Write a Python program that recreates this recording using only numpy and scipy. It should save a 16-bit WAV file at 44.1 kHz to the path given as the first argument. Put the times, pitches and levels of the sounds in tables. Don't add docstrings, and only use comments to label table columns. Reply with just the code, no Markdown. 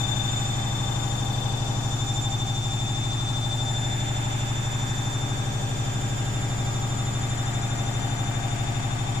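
import sys
import numpy as np
from scipy import signal
from scipy.fft import irfft, next_fast_len
from scipy.io import wavfile
from scipy.ndimage import uniform_filter1d, map_coordinates

SR = 44100
rng = np.random.default_rng(int(sys.argv[2]) if len(sys.argv) > 2 else 0)


def level_to_linear(level):
    exponent = np.asarray(level, float) / 20
    return 10 ** exponent


def unload_wav(signal):
    wavfile.write(
        sys.argv[1],
        SR,
        np.round(np.clip(np.atleast_2d(signal).T, -1, 1) * 32767).astype(np.int16),
    )


N = 405719

DRUM_HZ, MOTOR_HZ, MAINS_HZ = 12.44651, 197.91, 49.945
DRUM_START = 0.011
T = np.arange(N) / SR
COARSE = T[::64]
SIZE = next_fast_len(N + 8192)
GRID = np.fft.rfftfreq(SIZE, 1 / SR)


def along(points, hz):
    f, v = np.transpose(points)
    return np.interp(np.log(hz + 1), np.log(f + 1), v)


def curves(rows):
    s, *cols = np.transpose(rows)
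    return np.array([np.interp(COARSE, s, v) for v in cols])


def wobble(rate, count=2):
    knots = rng.standard_normal((count, int(N * rate / SR) + 4))
    return np.array([map_coordinates(k, [COARSE * rate]) for k in knots])


def sing(hz, envelope):
    angle = 2 * np.pi * hz * T
    c, s = np.cos(angle), np.sin(angle)
    ports = []
    for e in envelope:
        real = np.interp(T, COARSE, e.real)
        imag = np.interp(T, COARSE, e.imag)
        ports.append(real * c - imag * s)
    return np.sqrt(2) * np.array(ports)


# (frequency [Hz], left-right correlation)
PORT_LIKENESS = [(60, 1), (130, 0.74), (290, 0.87), (640, 0.093), (1410, -0.17), (3100, 0.017),
                 (6820, -0.009), (15000, -0.058)]
# (frequency [Hz], left minus right [dB])
PORT_LEAN = [(60, -1), (150, 2.5), (400, 3.5), (1400, 6.5), (4000, 1), (6200, 4.5), (7300, -6.5),
             (8600, -16), (10200, 0), (14500, 9.5)]


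def lean_db(hz):
    return along(PORT_LEAN, hz) * np.array([[.5], [-.5]])


def stereo(gain):
    a, b = rng.standard_normal((2, len(GRID))) + 1j * rng.standard_normal((2, len(GRID)))
    mix = np.arccos(np.clip(along(PORT_LIKENESS, GRID), -1, 1)) / 2
    lean = level_to_linear(along(PORT_LEAN, GRID) / 2)
    left = (a * np.cos(mix) + b * np.sin(mix)) * lean
    right = (a * np.cos(mix) - b * np.sin(mix)) / lean
    top = np.where(GRID < 15250, 1, .3)
    spectrum = np.array([left, right]) * gain * top
    return irfft(spectrum * np.sqrt(SIZE * SR) / 2, SIZE)[:, :N]


def fading(hz, db, width_hz):
    power = np.zeros(len(GRID))
    near = np.round(hz / GRID[1]).astype(int)[:, None] + np.arange(-90, 91)
    width = width_hz[:, None]
    bell = np.exp(-.5 * ((GRID[near] - hz[:, None]) / width) ** 2) / width
    np.add.at(power, near, level_to_linear(db)[:, None] ** 2 * bell / np.sqrt(2 * np.pi))
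    return stereo(np.sqrt(power))


# (drum order, level [dB rms])
CABINET_SHAKE = [(1, -39.5), (2, -54), (3, -53), (4, -51.5), (5, -43), (6, -62), (7, -62), (8, -75),
                 (9, -31.0), (10, -34.5), (11, -35), (12, -59.5), (13, -55), (14, -82), (15, -47.0),
                 (16, -83), (17, -60.5), (18, -66), (19, -57), (20, -56), (21, -45), (22, -63.5), (23, -56),
                 (24, -58.5), (25, -59), (26, -59), (27, -61), (28, -51.5), (29, -63.5), (30, -62.5)]
# (frequency [Hz], width [Hz])
PANEL_MODES = [
    (119, 6),
    (146, 6),
    (175, 12),
]


def cabinet():
    out = np.zeros((2, N))
    for order, db in CABINET_SHAKE:
        hz = order * DRUM_HZ
        lag = sum(np.arctan2(hz * width, mode * mode - hz * hz) for mode, width in PANEL_MODES)
        scatter = (hz > 200) * rng.uniform(0, 2 * np.pi)
        phase = 2 * np.pi * order * DRUM_START + .55 - lag + scatter
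        apart = 0.019 * order * rng.standard_normal(2) * [[1], [-1]]
        drift_db = 0.036 * order * (wobble(1.13, count=1) + .4 * wobble(0.67))
        level = level_to_linear(db + drift_db + lean_db(hz) + 0.11 * order * apart[:, :1])
        out += sing(hz, level * np.exp(1j * (phase + apart[:, 1:])))
    return out


# (mains multiple, level [dB rms])
MAINS_HUM = [
    (2, -41.5),
    (4, -58),
    (6, -50.5),
]
# (motor order, level [dB rms])
SHAFT_TONES = [
    (1, -44.5),
    (2, -53),
    (4, -51),
]


def hum():
    out = np.zeros((2, N))
    for k, db in MAINS_HUM:
        start = np.exp(2j * np.pi * -0.31)
        out += sing(k * MAINS_HZ, level_to_linear(db + .6 * wobble(1.2)) * start)
    for k, db in SHAFT_TONES:
        out += sing(k * MOTOR_HZ, level_to_linear(db + 1.7 * wobble(0.7)) * np.exp(.3j * k * wobble(0.465)))
    return out


def tone(order, level_db, throb_db, shape, lag_turns, sway, lead):
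    turn = 2 * np.pi * (DRUM_HZ * COARSE + DRUM_START - lag_turns)
    swing, twist = 0, 0
    for k, db in shape:
        bend = (k - 1) * (np.pi + 1.06 * wobble(0.536))
        swing = swing + level_to_linear(db + 2.0 * wobble(0.66)) * np.cos(k * turn + bend)
        twist = twist + level_to_linear(db + 0.79 * wobble(1.0)) * np.sin(k * turn + 1.14 * wobble(0.36))
    side = (swing + 1j * sway * twist) / np.sqrt(np.mean(swing ** 2 + (sway * twist) ** 2))
    depth = level_to_linear(throb_db)
    throb = (1 + depth * side) / np.sqrt(1 + depth ** 2)
    speed = order * (0.097 * wobble(1.503, count=1) + 0.0075 * wobble(8.6, count=1))
    phase = speed + 0.18 * wobble(0.49) + np.pi * lead * [[1], [-1]]
    return sing(order * MOTOR_HZ, level_to_linear(level_db) * throb * np.exp(1j * phase))


# (drum order, level [dB])
SLOT_PULSE = [(1, 0), (2, -12), (3, -17), (5, -19), (8, -17)]
# (drum order, level [dB])
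BAR_PULSE = [(1, 0), (2, -6), (3, -12), (4, -17), (6, -20), (8, -19)]
# (time [s], left level [dB], right level [dB], left throb [dB], right throb [dB])
SLOT_WAVES = [(.2, -30.5, -44, 10, 11), (.6, -38, -38, 22, 12), (.83, -35, -42, 21, 18),
              (1.05, -37.5, -51, 7, 7), (1.45, -35.5, -48, 12, 6), (1.8, -39, -49, 9, 3),
              (2.0, -35, -40, -5, 3), (2.2, -33.5, -38.5, -2, 4), (2.55, -33.5, -40.5, -12, -8),
              (3.2, -33, -39, -11, -5), (3.55, -31, -43, -6.5, -7), (3.85, -34, -39, -5.5, -17),
              (4.3, -43, -39, 3, -16), (5.2, -38.5, -38.5, -3, -12), (5.8, -38, -43.5, 14, 16),
              (6.3, -41, -43.5, 2, 2), (7.6, -40, -44, -1, -3), (8.0, -40, -46.5, 5, 5)]
# (time [s], left level [dB], right level [dB], left throb [dB], right throb [dB])
BAR_WAVES = [(.15, -36, -49, 2, 5), (.35, -43, -32.5, 3, 6), (.75, -42.5, -45.5, 9, 17),
             (1.08, -36, -48, 8, 10), (1.5, -46, -50, 8, 3), (2.0, -38, -44, 2, 1), (2.2, -41, -35.5, 2, 6),
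             (2.4, -52, -41.5, 4, 4), (2.7, -40.5, -43.5, 11, 1), (3.45, -45, -45, 9, 1),
             (3.7, -37.5, -39, 5, -1), (4.1, -38.5, -38.5, 10, 1), (4.5, -42, -40.5, 15, 2),
             (5.15, -41, -41.5, 9, 4), (5.45, -46, -48, 2, 3), (5.9, -50, -39, 6, 6),
             (7.0, -40, -40.5, 7, 7), (9.2, -42, -43.5, 3, 12)]
# (time [s], slot left [turns], slot right [turns], bar left [turns], bar right [turns])
PEAK_LAG = [(.2, -0.38, 0.18, 0.17, -0.16), (.9, -0.018, 0.57, 0.13, -0.27), (1.5, -0.29, 1.55, -0.54, .05),
            (2.2, 0.16, 1.3, -0.89, -0.19), (2.9, -0.019, 0.64, -0.72, 0.091),
            (4.2, -.1, 0.7, -0.53, -0.23), (5.3, .15, 0.56, -1.0, -0.26), (6.6, 0.25, 1.12, -1.1, 0.068),
            (9.2, 0.085, 1.08, -0.9, .1)]
# (time [s], slot lead [cycles], bar lead [cycles])
PORT_LEAD = [(.2, -0.15, 0.057), (.9, -0.36, 0.12), (2.0, -0.18, .1), (3.3, -0.32, -0.048),
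             (4.0, 0.062, 0.28), (5.0, .02, 0.27), (5.6, -0.24, 0.054), (6.5, -0.25, 0.0065),
             (7.8, -0.21, 0.32), (9.2, -0.21, 0.32)]


def whine():
    slot, bar = curves(SLOT_WAVES), curves(BAR_WAVES)
    lag, lead = curves(PEAK_LAG), curves(PORT_LEAD)
    slots = tone(order=18, level_db=slot[:2], throb_db=slot[2:], shape=SLOT_PULSE,
                 lag_turns=lag[:2], sway=0.35, lead=lead[0])
    bars = tone(order=36, level_db=bar[:2], throb_db=bar[2:], shape=BAR_PULSE,
                lag_turns=lag[2:], sway=0.97, lead=lead[1])
    return slots + bars


# (frequency [Hz], level [dB per Hz])
TUB_HISS = [(20, -83), (62, -66.5), (130, -69.5), (270, -68), (500, -81.5), (760, -72), (1100, -77.5),
            (2600, -78.5), (4300, -87.5), (7300, -81.5), (8500, -93.5), (12000, -109), (14800, -109),
            (15500, -118)]


def hiss():
    turn = 2 * np.pi * DRUM_HZ * T
    pump = 1 + 0.051 * np.cos(turn + 1.0) + 0.095 * np.cos(2 * turn)
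    return stereo(level_to_linear(along(TUB_HISS, GRID))) * pump


# (frequency [Hz], level of each drum order [dB rms])
RATTLE_LEVEL = [(390, -59.5), (540, -59), (680, -55.5), (770, -55), (880, -56), (990, -60.5), (1100, -58),
                (1400, -63), (1600, -63), (2200, -67), (2900, -85), (4000, -110)]
# (drum angle [turns], level [dB], width [turns])
LOOSE_KNOCKS = [
    (.18, 2, .07),
    (.52, 0, .03),
    (.66, 0, .05),
    (.9, -1, .04),
]


def rattle():
    hz = DRUM_HZ * np.arange(31, 300)
    db = along(RATTLE_LEVEL, hz) - 2 + 2.23 * rng.standard_normal(len(hz))
    lines = fading(hz, db, 0.053 + .00004 * hz)
    turn = (DRUM_HZ * T + DRUM_START) % 1
    gate = 8.2
    for at, knock_db, width in LOOSE_KNOCKS:
        gate = gate + level_to_linear(knock_db) * np.exp(-.5 * ((turn - at) / width) ** 2)
    return lines * gate / np.sqrt(np.mean(gate ** 2))


# (drum angle [turns], level [dB], width [turns])
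TUB_STRIKES = [
    (.18, -42.5, .09),
    (.62, -47, .06),
    (.9, -49, .04),
]


def tub():
    turn = (DRUM_HZ * COARSE + DRUM_START) % 1
    ring = level_to_linear(-52.5)
    for k, (at, db, width) in enumerate(TUB_STRIKES):
        bell = -.5 * ((turn - at) / width) ** 2
        phase = 2.3 * k + 0.61 * wobble(0.66)
        ring = ring + level_to_linear(db + 0.73 * wobble(1.99)) * np.exp(bell + 1j * phase)
    modes = sing(64 * DRUM_HZ, ring)
    modes += sing(57 * DRUM_HZ, ring[::-1] * .4)
    modes += sing(68 * DRUM_HZ, ring * .35j)
    return modes * level_to_linear([[-.8], [-2.5]])


# (motor order, level [dB rms])
BRUSH_LINES = [(13, -56), (15, -61), (16, -57), (17, -56), (24, -59.5), (28, -60.5), (29, -64), (30, -53),
               (31, -58.5), (32, -61), (33, -61), (34, -59), (35, -57), (37, -58.5), (38, -60), (39, -60),
               (40, -62), (41, -66), (42, -67), (43, -70.5), (45, -76), (46, -74), (47, -70), (48, -66),
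               (54, -63.5), (57, -74), (66, -74), (72, -67), (74, -74), (75, -74)]
# (frequency [Hz], level [dB rms])
WEAK_SPARKS = [(2300, -59), (5000, -67), (8000, -80), (9000, -69.5), (11000, -74.5), (14500, -85),
               (15200, -79), (15700, -95)]


def brushes():
    strong = dict(BRUSH_LINES)
    wander = 0.075 * wobble(1.6, count=1) + 0.013 * wobble(8, count=1)
    out = np.zeros((2, N))
    for order in range(12, 79):
        if order in (18, 36):
            continue
        hz = order * MOTOR_HZ
        turn = 2 * np.pi * DRUM_HZ * COARSE + 1.31 * wobble(.7) + rng.uniform(0, 2 * np.pi)
        pulse = .8 + .5 * np.cos(turn + .9) + .35 * np.cos(2 * turn + wobble(.6))
        tug = 0.056 * np.cos(turn + 1.32) + 0.019 * np.cos(2 * turn)
        phase = order * (tug + wander) + 1.55 * wobble(0.896)
        db = strong.get(order, along(WEAK_SPARKS, hz)) + lean_db(hz) + 1.0 * wobble(1.1)
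        out += sing(hz, level_to_linear(db) * pulse * np.exp(1j * phase))
    return out


# (time [s], step toward the door [full steps], tilt toward the motor [full tilts])
HAND_PATH = [(0, 0.48, 0.29), (.35, 0.35, .1), (.7, 0.96, -0.055), (1.7, 1.26, -0.74), (2.0, 0.56, -.8),
             (2.3, -0.081, -0.92), (2.9, -1.1, -0.77), (3.3, -.45, -.95), (3.6, -0.33, -.35),
             (3.95, -0.54, 0.61), (4.4, -0.3, .85), (5.0, -.33, .25), (5.8, 0.44, -.1), (6.2, 0.6, 0.13),
             (6.8, 0.19, 0.26), (9.2, 0.36, 0.49)]
# (frequency [Hz], gain [dB])
STEP_COLOUR = [(250, -0.5), (520, 4.5), (2200, -0.3), (4600, .3), (12000, 0.7)]
# (frequency [Hz], gain [dB])
TILT_COLOUR = [(250, 0), (520, 0.4), (2200, 3.5), (4600, -0.9), (12000, 1.2)]
# (frequency [Hz], gain [dB])
START_COLOUR = [(2200, 0), (4600, 3.5), (12000, 2)]
# (frequency [Hz], gain change [dB per s])
SAG_COLOUR = [(2200, 0), (4600, -0.3), (12000, -0.3)]


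def shaded(x):
    hz, t, z = signal.stft(x, SR, nperseg=1024)
    toward, tilt = [np.interp(t, COARSE, c) for c in curves(HAND_PATH)]
    moves = [(STEP_COLOUR, toward), (TILT_COLOUR, tilt), (START_COLOUR, np.ones(len(t))), (SAG_COLOUR, t)]
    colour_db = sum(np.outer(along(colour, hz), move) for colour, move in moves)
    mobile = 1 - np.exp(-.5 * (np.log(hz / 1000 + 0.012) / 0.31) ** 2)
    patches = uniform_filter1d(rng.standard_normal(z.shape), 9, 1)
    patches = uniform_filter1d(patches, 30, 2)
    db = mobile[:, None] * colour_db * [[[1.05]], [[.35]]] + 1.16 * patches / patches.std()
    return signal.istft(z * level_to_linear(db), SR, nperseg=1024)[1][:, :N]


# (drum order, level [dB rms])
TRIM_BUZZ = [
    (73, -50),
    (75, -52),
    (81, -53),
    (85, -59),
]


def trim():
    from_s, to_s, fade_s = 0.55, 2.02, .15
    near = (np.tanh((COARSE - from_s) / fade_s) - np.tanh((COARSE - to_s) / fade_s)) / 2
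    out = np.zeros((2, N))
    for k, db in TRIM_BUZZ:
        level = near * level_to_linear(db + 1.3 * wobble(2.8))
        out += sing(k * DRUM_HZ, level * np.exp(.6j * wobble(1.2)))
    return out * level_to_linear([[2.5], [-2.5]])


def scene():
    steady = cabinet() + hum() + whine()
    broadband = hiss() + rattle() + tub() + brushes()
    return steady + shaded(broadband) + trim()


def top_cut(x):
    return signal.sosfilt(signal.butter(12, 15810, fs=SR, output="sos"), x)


def record(dry):
    return top_cut(dry)


dry = scene()
out = record(dry)
unload_wav(out)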